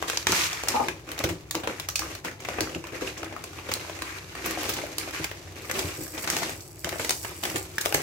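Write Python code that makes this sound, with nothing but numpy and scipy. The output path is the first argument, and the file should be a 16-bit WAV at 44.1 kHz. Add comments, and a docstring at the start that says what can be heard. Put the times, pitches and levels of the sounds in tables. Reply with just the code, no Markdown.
"""A plastic packet of dry rice is set down on a kitchen counter: its stiff film snaps and the rice lands
with a soft thud. At 0.74 s it drags, sticking and slipping in one short judder. As it is opened and
lifted, creases crinkle, taut patches pop, and rice slides and slumps inside. From 5.6 s a thin stream of
grains patters into a plastic cup while the packet crackles on. All along, two close microphones also
hear the small room's echo and low rumble."""
import sys
import numpy as np
from scipy import signal
from scipy.fft import rfft, irfft, next_fast_len
from scipy.io import wavfile
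from scipy.ndimage import uniform_filter1d

SR = 44100
rng = np.random.default_rng(int(sys.argv[2]) if len(sys.argv) > 2 else 0)


def inscribe(sig):
    """Save sig as 16-bit PCM at rate SR to the path in sys.argv[1].

    A 1-D sig is mono; a 2-D sig holds one channel per row.
    Samples are clipped to [-1, 1] before scaling.
    """
    pcm = np.round(np.clip(np.atleast_2d(sig).T, -1, 1) * 32767)
    wavfile.write(sys.argv[1], SR, pcm.astype(np.int16))


N = 353682
TIME = np.arange(N) / SR
FREQS = np.fft.rfftfreq(4096, 1 / SR)  # the frequencies at which filters are drawn, in Hz


# Creases flipping; a broad fold has more bass: t/s, energy/dB, bass over treble/dB, length/s
CREASE_SNAPS = [(.0254, -0.5, 16, 0.0017), (.0798, -3, 6, 0.0091), (.099, 1, 2, 0.0019),
                (.1726, 4, -5.5, 0.0027), (.2696, 8, 9, 0.0021), (.321, 4, -33, 0.00038),
                (.6364, -3.5, 6, 0.00089), (.6843, 6.5, -9, .0042), (.8837, 2, 14.5, 0.0044),
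                (1.0905, -11, 10, 0.0021), (1.1163, -7, 5, 0.0032), (1.1775, -7, 10, 0.0082),
                (1.1906, -3.5, -11, .0015), (1.2032, -6.5, 28, 0.0031), (1.2384, 5, 6, 0.0089),
                (1.2887, -3, 4.5, 0.0099), (1.5099, -0.5, -7, 0.0029), (1.5476, -8, 14, 0.00049),
                (1.552, 0.5, 4, 0.0017), (1.6337, -3.5, 19, 0.015), (1.6735, 1, 15.5, 0.0025),
                (1.7979, -3.5, 2, 0.003), (1.8872, 0, -2, 0.003), (1.9562, 3.5, -14, 0.0053),
                (1.993, 0.5, -8, 0.0023), (2.1509, -9.5, -4, .003), (2.247, -5.5, 10.5, 0.005),
                (2.4484, -5.5, 13, 0.0059), (2.4866, -2, 14, .0037), (2.5846, -1, 36, 0.0049),
                (2.607, 2, -4, 0.0015), (2.7469, -10, 8, 0.0092), (2.8408, -11.5, 6, .002),
                (3.0188, -7.5, 16, 0.01), (3.175, -9.5, -5, 0.02), (3.2311, -6, 16, 0.0026),
                (3.4395, -8.5, 1, 0.0033), (3.5884, -12.5, 21, 0.0018), (3.688, -3, 17, 0.0089),
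                (3.7149, -1.5, 8, 0.0069), (3.7383, 2, -23, 0.0015), (4.0206, -3.5, 8, 0.0026),
                (4.3516, -9, 14, 0.0037), (4.4583, 0.5, 4, 0.0065), (4.632, -5.5, 6, 0.002),
                (4.6902, 3.5, 2.5, 0.011), (4.7366, -5.5, -18, 0.0052), (4.7867, -5.5, 34, .004),
                (4.9828, 0.5, -6, 0.0022), (4.9957, -12, 5, .006), (5.2429, 0.5, 1, 0.0039),
                (5.314, -8.5, 14, .0023), (5.6963, -1.5, 15, 0.0061), (5.713, -2, 0, 0.0027),
                (5.7503, -3, 13, 0.021), (5.791, 1, 2, 0.0051), (6.1768, -5.5, 12, 0.01),
                (6.2384, -6, 10, 0.011), (6.2748, -0.5, 7, 0.0043), (6.3008, 3.5, -8, .0025),
                (6.3666, 1, 1.5, 0.0023), (6.606, -16.5, -28, 0.0046), (6.8452, -0.5, 3.5, 0.0022),
                (6.8909, -4, 2, 0.0029), (6.9952, 0, 15, 0.008), (7.0467, -2.5, 9, 0.0036),
                (7.0941, 4.5, -4, 0.0016), (7.1069, 4.5, -3, 0.0016), (7.2476, -5, 15, 0.0044),
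                (7.4356, -0.5, 7, 0.0035), (7.452, -0.5, 8, 0.0045), (7.5578, 1, 10.5, 0.0076),
                (7.7822, -2, 1, 0.0037), (7.8103, 1, -16, 0.0062), (7.8544, -4, -4, 0.00058),
                (7.8588, 5, 8, 0.0012), (7.925, 0.5, 13, .0018), (7.9433, 3, -10, 0.001),
                (7.9462, 8.5, 8.5, 0.0022)]
# How strong the snaps' highest treble is as time passes: t/s, level/dB
SNAP_TREBLE = [(0.0, -12), (1.2, -9), (1.55, -6), (3.1, -12.5), (3.73, -7.5), (4.1, -5), (4.5, -2.5),
               (6.3, -10.5), (7.1, -5), (7.95, -4)]

def crease_snaps(moving_db, crack=1.2, ripple_db=2.5):
    """A crease flips with a sharp crack or a brief shiver, and the sound scatters off the counter."""
    out, t = np.zeros((2, N)), np.arange(len(FREQS)) / SR
    scatter = amp(-23) * np.exp(-t / 0.01)
    small_snaps = [(s, db + 25 + 7 * size, 18 * breadth, 0.0031)
                   for s, db, size, breadth in random_moments(moving_db, count=45)]
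    for s, db, bass_db, length in list(CREASE_SNAPS) + small_snaps:
        shiver = unit_rms((1 - np.exp(-8 * t / length)) * np.exp(-t / length) + scatter)
        burst = shiver * rng.standard_normal((2, len(t))) / np.sqrt(len(t))
        burst[[0, 1], [4, 8]] += crack * np.exp(-length / 0.0024)  # reaches the nearer, left side first
        burst = stereo_spread(burst)
        power = (abs(rfft(burst, 2 * len(t) - 2)) ** 2).mean(0)
        raw_tone = np.sqrt(uniform_filter1d(power, size=200))  # divided out below to even the burst
        mid_db = 1 + 0.69 * bass_db  # a broad fold is also stronger near 2 kHz
        top_db = np.interp(s, *np.transpose(SNAP_TREBLE))
        film_tone = [(60, bass_db - 7), (200, bass_db - 9), (450, bass_db), (1200, mid_db),
                     (2500, mid_db), (4200, 0), (6800, 0.021), (9500, top_db), (15000, top_db)]
        # every crease has peaks of its own
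        ripple = np.c_[np.geomspace(600, 15000, 14), ripple_db * rng.standard_normal(14)]
        burst = filtered(burst, amp(over_freq(film_tone) + over_freq(ripple)) / raw_tone)
        add(out, s, amp(db) * unit_rms(burst) / np.sqrt(len(t)))
    return out


# Taut patches of film popping through: t/s, level/dB, f/Hz
FILM_POPS = [(1.117, -25, 2000), (1.696, -26, 1390), (1.9, -25, 6100), (1.957, -17, 2540),
             (2.02, -21, 1160), (2.283, -24.5, 1900), (2.748, -23.5, 2730), (2.932, -24, 425),
             (3.076, -24, 2760), (3.233, -30, 780), (3.324, -28, 740), (3.364, -20, 1230),
             (4.574, -20, 715), (4.787, -24, 604), (4.837, -19, 600), (5.076, -25, 616), (5.201, -25, 328),
             (5.713, -22.5, 2020), (6.277, -36, 1700), (6.42, -18.5, 686), (6.871, -22.5, 680),
             (6.958, -22.5, 590), (7.248, -23, 990), (7.782, -14.5, 1680)]

def film_pops(moving_db, rattle_depth=0.64, low_hz=500, high_hz=2800):
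    """A patch pops and rings at one pitch with a slight rattle; extra ones pop at random times."""
    out, t = np.zeros((2, N)), np.arange(SR // 20) / SR
    extra_pops = [(s, db + 6 + 8 * size, low_hz * (high_hz / low_hz) ** pitch)
                  for s, db, size, pitch in random_moments(moving_db, count=28)]
    for s, db, hz in list(FILM_POPS) + extra_pops:
        decay_s = 0.0024 * (1000 / hz) ** 0.21  # higher pops die sooner
        rattle = unit_rms(uniform_filter1d(rng.standard_normal((2, len(t))), size=20, axis=1))
        add(out, s, amp(db) * ping(hz, decay_s, t) * (1 + rattle_depth * rattle))
    return out


# A hand moves the packet and the rice shifts: t/s, length/s, level/dB, weight/dB, brightness/dB
RICE_SHIFTS = [(0.067, 0.13, -38, -13.5, 2), (0.272, 0.11, -27.5, -6.5, -1),
               (0.347, .11, -28.5, -16.5, 1.5), (.47, 0.28, -37, -18, -4), (0.687, 0.07, -32, -0.5, -2),
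               (0.796, 0.088, -41, 4, -0.5), (1.064, 0.083, -41, -3, -5.5),
               (1.192, 0.081, -36.5, 0.5, -2.5), (1.538, 0.036, -43.5, 5, -16),
               (1.668, 0.031, -36, 2, -6.5), (1.718, .12, -44, -7, -3.5), (1.995, 0.16, -40, -1, -1.5),
               (2.24, 0.027, -36, 0, -3.5), (2.392, 0.12, -44.5, 2, -1.5), (2.483, 0.17, -36, -3, -7),
               (2.66, 0.12, -43.5, 7.5, -0.5), (2.844, 0.044, -42.5, -3, -8.5),
               (2.914, 0.083, -42, 0, -5.5), (3.004, 0.072, -37, -2, -0.5),
               (3.165, 0.088, -39.5, 1.5, -7.5), (3.304, 0.061, -49.5, 6, -11),
               (3.563, 0.2, -44.5, -2.5, -3.5), (3.707, 0.05, -34.5, -4, -0.5),
               (3.793, 0.18, -39.5, -4, -2.5), (4.048, 0.13, -37, -13.5, -6.5),
               (4.362, 0.26, -39.5, -1, -4.5), (4.443, 0.079, -32, -3.5, -3.5),
               (4.574, .17, -36, -1.5, 1.5), (4.761, 0.06, -38.5, 0.5, -1), (4.976, 0.12, -38, -4.5, -4),
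               (5.12, 0.13, -34, -11, -3.5), (5.55, 0.21, -46, -3, -3), (5.732, 0.13, -36.5, 2, -1.5),
               (5.88, 0.078, -39.5, -7, -3), (6.002, 0.043, -45.5, 2, -3), (6.132, 0.18, -38, -2.5, -7),
               (6.266, 0.2, -33.5, -3, 0), (6.47, 0.051, -38.5, 0.5, -1.5), (6.833, 0.12, -37.5, -4, -6.5),
               (6.975, .12, -39.5, 0, 3.5), (7.224, 0.11, -42.5, -1.5, -2), (7.424, 0.13, -37, 0.5, -4.5),
               (7.815, 0.037, -37, -8, -5), (7.939, .08, -34.5, -3.5, -4)]
# The faint rustle between shifts, greater while the packet is in the air: t/s, level/dB
FAINT_RUSTLE = [(0.0, -45), (.6, -42), (1.0, -55), (2.35, -57), (3.5, -49), (4.3, -47), (4.9, -45.5),
                (5.4, -49.5), (6.1, -52), (6.65, -59.5), (7.7, -49)]

def rice_movement(rise_s=0.01, sag_db_per_s=8, settle_db_per_s=199):
    """Rice starts quickly, slows a little, then settles. Gives its level, weight and brightness in dB."""
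    total, weight, bright = amp(over_time(FAINT_RUSTLE)) ** 2, np.zeros(N), np.zeros(N)
    for start, length, db, weight_db, bright_db in RICE_SHIFTS:
        span = slice(round(start * SR), round(start * SR) + SR)
        t = TIME[span] - TIME[span][0]
        fading_db = db - sag_db_per_s * t - settle_db_per_s * np.maximum(t - length, 0)
        power = (np.minimum(t / rise_s, 1) * amp(fading_db)) ** 2
        total[span] += power
        weight[span] += power * weight_db
        bright[span] += power * bright_db
    return 10 * np.log10(total), weight / total, bright / total


# The hollow notes at which the packet rings: f/Hz, width/Hz, level/dB
PACKET_NOTES = [(168.4, 21.4, -5), (252, 39, -7), (322, 24.5, 3), (381, 16, -2), (510, 39, -9.5),
                (537, 52, -20.5)]
# The low, middle and high parts of the sound of sliding rice: f/Hz, level/dB
BODY_TONE = [(60, -23), (200, -6), (320, -0.5), (600, -0.5), (850, -3.5), (1300, -37.5), (3000, -73)]
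RUSTLE_TONE = [(300, -31.5), (700, -14), (1050, 3.5), (1500, 3.5), (2400, 6), (3300, -11), (5000, -25.5),
               (10000, -35.5)]
FIZZ_TONE = [(1500, -37), (2800, -1.5), (4000, -0.5), (6500, 0), (8000, -5), (9800, -10), (12500, -8),
             (16000, -21)]

def sliding_rice(moving_db, weight_db, bright_db, rush_db=-28):
    """Grains scrape the film: a dull body from the mass of rice, a rustle and a fizz."""
    creases = amp(-5) * crinkle()
    ticks = unit_rms(grain_hits(per_s=700, size_db=3.5, length_s=0.0052, wash=1) + creases)
    tick_share = 1 / (1 + amp(moving_db - rush_db) ** 2)  # in a heavy rush, ticks merge into hiss
    hiss = rng.standard_normal((2, N))
    scrape = stereo_spread(np.sqrt(tick_share) * ticks + np.sqrt(1 - tick_share) * hiss)
    body = unit_rms(filtered(scrape, amp(over_freq(BODY_TONE)) * (0.21 + ringing(PACKET_NOTES))))
    rustle = unit_rms(filtered(scrape, amp(over_freq(RUSTLE_TONE))))
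    fizz = unit_rms(filtered(scrape, amp(over_freq(FIZZ_TONE))))
    loudness = amp(moving_db + 1.5 * tick_share * wander(span_s=0.022))
    return loudness * (amp(weight_db - 2.3) * body + amp(-3) * rustle + amp(bright_db - 1.5) * fizz)


def crinkle(low_hz=550, high_hz=4500, size_db=3.7, decay_cycles=2.2, count=11000):
    """Countless small creases tick at random, each with its own pitch, size and place."""
    when, size, side, pitch = rng.random((count, 4)).T[:, :, None]
    t = np.arange(SR // 150) / SR
    hz = low_hz * (high_hz / low_hz) ** pitch
    ticks = np.sin(2 * np.pi * hz * t) * np.exp(-t * hz / decay_cycles) * (1 - t / t[-1])
    ticks *= hz * amp(size_db * np.minimum(-np.log(size), 4))
    samples = ((when * N).astype(int) + np.arange(len(t))).ravel()
    facing = np.cos(2 * np.pi * side), np.sin(2 * np.pi * side)  # how it faces each microphone
    return unit_rms(np.array([np.bincount(samples, (ticks * gain).ravel(), N)[:N] for gain in facing]))


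# How strongly the rice flows into the cup: t/s, level/dB
POUR_FLOW = [(5.6, -56), (5.79, -46), (6.1, -46.5), (6.42, -45), (6.6, -56.5), (6.96, -52), (7.12, -46),
             (7.24, -44), (7.33, -53), (7.56, -44), (7.7, -59), (7.83, -49), (8.02, -54)]
# The high, short notes of the cup: f/Hz, width/Hz, level/dB
CUP_NOTES = [(4720, 390, 0), (5630, 350, -0.5), (6800, 200, 1), (8000, 460, 4), (9200, 400, -4),
             (10860, 350, -0.5), (12000, 700, -2.5), (13800, 500, -1), (15400, 500, -7)]

def pouring_rice(full_per_s=1600, full_db=-43, clump_db=2.8):
    """Grains fall in clumps onto the heap and the ringing cup. A thin flow parts into single ticks."""
    flow_db = over_time(POUR_FLOW)
    per_s = full_per_s * np.clip(amp(flow_db - full_db), 0.12, 2)
    density = per_s / per_s.mean()
    ticks = grain_hits(per_s, size_db=3.6, length_s=0.0012, wash=0.1 * density) / np.sqrt(density)
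    cup = ringing(CUP_NOTES) / np.sqrt(1 + (3800 / (FREQS + 1)) ** 6)
    loudness = amp(flow_db + clump_db * wander(span_s=0.014) + 4) * (TIME > POUR_FLOW[0][0])
    return loudness * unit_rms(filtered(ticks, cup))


# The rice slumps and the packet bumps: t/s, ring level/dB, push level/dB
RICE_THUDS = [(.292, -32, -39), (.886, -41.5, -53), (1.241, -31, -33), (1.275, -33.5, -41),
              (1.299, -31.5, -38), (1.55, -39.5, -62), (2.606, -30.5, -39), (2.756, -32.5, -41),
              (3.019, -36.5, -61), (4.468, -35.5, -48), (4.685, -37, -44), (5.195, -38, -39),
              (5.839, -38.5, -35), (5.98, -39.5, -40), (6.006, -40.5, -40), (6.847, -39.5, -46),
              (7.096, -45, -45), (7.543, -33, -38), (7.944, -36, -34)]
# The deep sound of weight pushing on the counter: f/Hz, level/dB
PUSH_TONE = [(25, -12), (60, -7.5), (100, 2), (150, -10.5), (220, -8.5), (500, -41)]

def rice_thuds(rise_s=0.00062, fall_s=0.022, push_hz=128):
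    """A soft, heavy blow: settling rice rings the packet while its weight pushes on the counter."""
    out, t = np.zeros((2, N)), np.arange(SR // 5) / SR
    for s, ring_db, push_db in RICE_THUDS:
        swell = (1 - np.exp(-t / rise_s)) * np.exp(-t / fall_s)
        blow = stereo_spread(swell * rng.standard_normal((2, len(t))))
        ring = filtered(blow, ringing(PACKET_NOTES) / (1 + (FREQS / 900) ** 2))
        low_note = ping(push_hz * rng.uniform(0.753, 1.214), decay_s=0.025, t=t)
        push = unit_rms(low_note) + 0.89 * unit_rms(filtered(blow, amp(over_freq(PUSH_TONE))))
        add(out, s, amp(ring_db - 7) * unit_rms(ring) + amp(push_db - 8) * unit_rms(push))
    return out


# The notes that ring as the packet drags: f/Hz, width/Hz, level/dB
DRAG_NOTES = [(249, 23, -8.5), (355, 18, -30), (482, 22, -5.5), (850, 40, 4.5), (1227, 22, -3)]

def packet_drag(start_s=0.74, length_s=0.093, rise_s=0.002, fall_s=0.008, slips_per_s=121):
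    """The packet sticks and slips unevenly on the counter, making a short rubbery groan."""
    t = TIME - start_s
    stroke = np.clip(t / rise_s, 0, 1) * np.exp(-np.maximum(t - length_s, 0) / fall_s)
    jitter = 0.14 * unit_rms(uniform_filter1d(rng.standard_normal(N), size=200))
    slips_so_far = np.floor(np.cumsum(slips_per_s * (1 + jitter)) / SR)
    slips = np.diff(slips_so_far, prepend=0)
    grit = 0.045 * rng.standard_normal((2, N))
    groan = filtered(slips + grit, ringing(DRAG_NOTES) / (1 + (FREQS / 1500) ** 4))
    power = abs(uniform_filter1d((groan ** 2).mean(0), size=400))
    groan = groan / np.sqrt(power + 1e-12)  # friction holds the swing steady
    return amp(-25 + 2 * wander(span_s=0.012)) * stroke * groan


# How long the room's echo takes to fade by 60 dB: f/Hz, length/s
ECHO_FADE = [(100, 0.17), (400, 0.37), (2000, 0.23), (6000, 0.27), (16000, 0.22)]

def kitchen_echo(sound, build_s=0.00056, patterns=3):
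    """Sound bounces off tiles and cupboards; echo patterns keep blending, so no fixed pitch rings out."""
    out = np.zeros((2, N))
    for k in range(patterns):
        hz, t, noise = signal.stft(rng.standard_normal((2, SR // 2)), SR, nperseg=256)
        fade = amp(-60 * t / over_freq(ECHO_FADE, hz)[:, None])
        tail = signal.istft(noise * fade, SR, nperseg=256)[1]
        onset = 1 - np.exp(-(np.arange(tail.shape[1]) / SR / build_s) ** 2)
        tail = stereo_spread(tail * onset)
        share = np.sqrt(2 / patterns) * np.cos(np.pi * (TIME + k / patterns) * (2 + k))
        out += signal.fftconvolve(sound * share, tail / np.linalg.norm(tail[0]), axes=1)[:, :N]
    return out


# The kitchen's low background noise: f/Hz, level/dB
RUMBLE_TONE = [(20, -1), (40, -29), (60, 1), (75, -5.5), (93, 3), (115, -7.5), (160, -5), (210, -28),
               (330, -8), (500, -16), (1200, -23), (4000, -73), (16000, -40)]

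def room_rumble(steady_db=-47.5, bass_db=-50, swell_db=2):
    """A steady background noise, with a bass that swells and ebbs at random."""
    tone = amp(over_freq(RUMBLE_TONE))
    steady = unit_rms(filtered(stereo_spread(rng.standard_normal((2, N))), tone))
    bass = unit_rms(filtered(rng.standard_normal((1, N)), tone / (1 + (FREQS / 220) ** 4)))
    return amp(steady_db) * steady + amp(bass_db + swell_db * wander(span_s=0.15)) * bass


# How alike left and right sound: f/Hz, likeness (0 unrelated, 1 the same)
STEREO_LIKENESS = [(60, 0.93), (140, 0.97), (300, 0.97), (640, 0.63), (1400, 0.15), (3000, 0),
                   (16000, 0.077)]

def stereo_spread(x):
    """Two microphones share the bass but each hears its own treble."""
    size = next_fast_len(x.shape[1])
    left, other = rfft(x, size)
    same = np.clip(over_freq(STEREO_LIKENESS, np.fft.rfftfreq(size, 1 / SR)), -1, 1)
    right = same * left + np.sqrt(1 - same ** 2) * other
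    return irfft([left, right], size)[:, :x.shape[1]]


def grain_hits(per_s, size_db, length_s, wash):
    """Random tiny hits, a few large, each a burst of noise, over a wash of countless smaller ones."""
    sizes = amp(size_db * np.minimum(rng.exponential(1, N), 4))
    hits = sizes * (rng.random(N) < per_s / SR)
    power = signal.lfilter([1], [1, -np.exp(-2 / (length_s * SR))], hits ** 2)
    return np.sqrt(power / power.mean() + wash) * rng.standard_normal((2, N))


def ping(hz, decay_s, t):
    """A struck surface swings up and rings down."""
    return np.sin(2 * np.pi * hz * t) * np.exp(-t / decay_s) * (1 - np.exp(-t * hz * 2))


def ringing(notes):
    """Filter gains with a peak at each note of a ringing object."""
    return np.sqrt(sum(amp(db) ** 2 / (1 + ((FREQS ** 2 - hz ** 2) / (width * (FREQS + 1))) ** 2)
                       for hz, width, db in notes))


def filtered(x, gain):
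    """Applies one gain per entry of FREQS, never ringing ahead of the sound (minimum phase)."""
    log_gain = np.log(np.maximum(np.r_[gain, gain[-2:0:-1]], 1e-5))
    taps = irfft(np.exp(np.conj(signal.hilbert(log_gain)))[:len(FREQS)])
    return signal.oaconvolve(x, taps[None], axes=1)[:, :x.shape[1]]


def random_moments(moving_db, count):
    """Rows of a random time, the movement's level then, and two random numbers from 0 to 1."""
    when, a, b = rng.random((count, 3)).T
    times = when * TIME[-1]
    return zip(times, np.interp(times, TIME, moving_db), a, b)


def wander(span_s):
    """A random curve that drifts to a new value every span_s."""
    return unit_rms(np.interp(TIME, span_s * np.arange(4000), rng.standard_normal(4000)))


def over_freq(table, hz=FREQS):
    """Joins a table's points along a logarithmic frequency axis."""
    f, value = np.transpose(table)
    return np.interp(np.log(hz + 1), np.log(f + 1), value)


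def over_time(table):
    """Joins a table's points into one value per sample."""
    return np.interp(TIME, *np.transpose(table))


def add(mix, s, sound):
    """Mixes a stereo sound in at time s."""
    part = mix[:, max(round(s * SR), 0):][:, :sound.shape[1]]
    part += sound[:, :part.shape[1]]


def amp(db):
    """Turns decibels into a gain."""
    return 10 ** (np.asarray(db) / 20)


def unit_rms(x):
    """Scales a signal to an average power of 1."""
    return x / np.sqrt(np.mean(x ** 2) + 1e-20)


def scene():
    """Packet, rice and cup close by, with the room behind."""
    moving_db, weight_db, bright_db = rice_movement()
    film = crease_snaps(moving_db) + film_pops(moving_db)
    rice = sliding_rice(moving_db, weight_db, bright_db) + pouring_rice()
    bumps = rice_thuds() + packet_drag()
    echo = kitchen_echo(amp(-4.5) * film + amp(-9) * (rice + bumps))
    return film + rice + bumps + echo + room_rumble()


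# How much louder the left microphone is than the right: f/Hz, level/dB
MIC_BALANCE = [(60, 1), (95, 0.5), (150, 4), (240, 1), (380, 0), (600, 4), (950, 3), (1500, 3.5),
               (2380, -0.5), (3770, 2), (5980, -4.5), (9470, 1), (15000, 1.5)]

def record(dry, lowest_hz=46, highest_hz=15900, ceiling=0.85):
    """Each microphone has its own tone; both drop the deepest bass and the highest treble."""
    lean_db = over_freq(MIC_BALANCE)
    heard = np.vstack([filtered(dry[:1], amp(lean_db / 2)), filtered(dry[1:], amp(-lean_db / 2))])
    heard = signal.sosfilt(signal.butter(3, lowest_hz, "high", fs=SR, output="sos"), heard)
    heard = heard / (1 + (heard / ceiling) ** 6) ** (1 / 6)  # rounds off the hardest cracks
    treble_cut = signal.firwin(511, highest_hz, window=("kaiser", 9), fs=SR)
    return signal.oaconvolve(heard, treble_cut[None], "same")


dry = scene()
out = record(dry)
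inscribe(out)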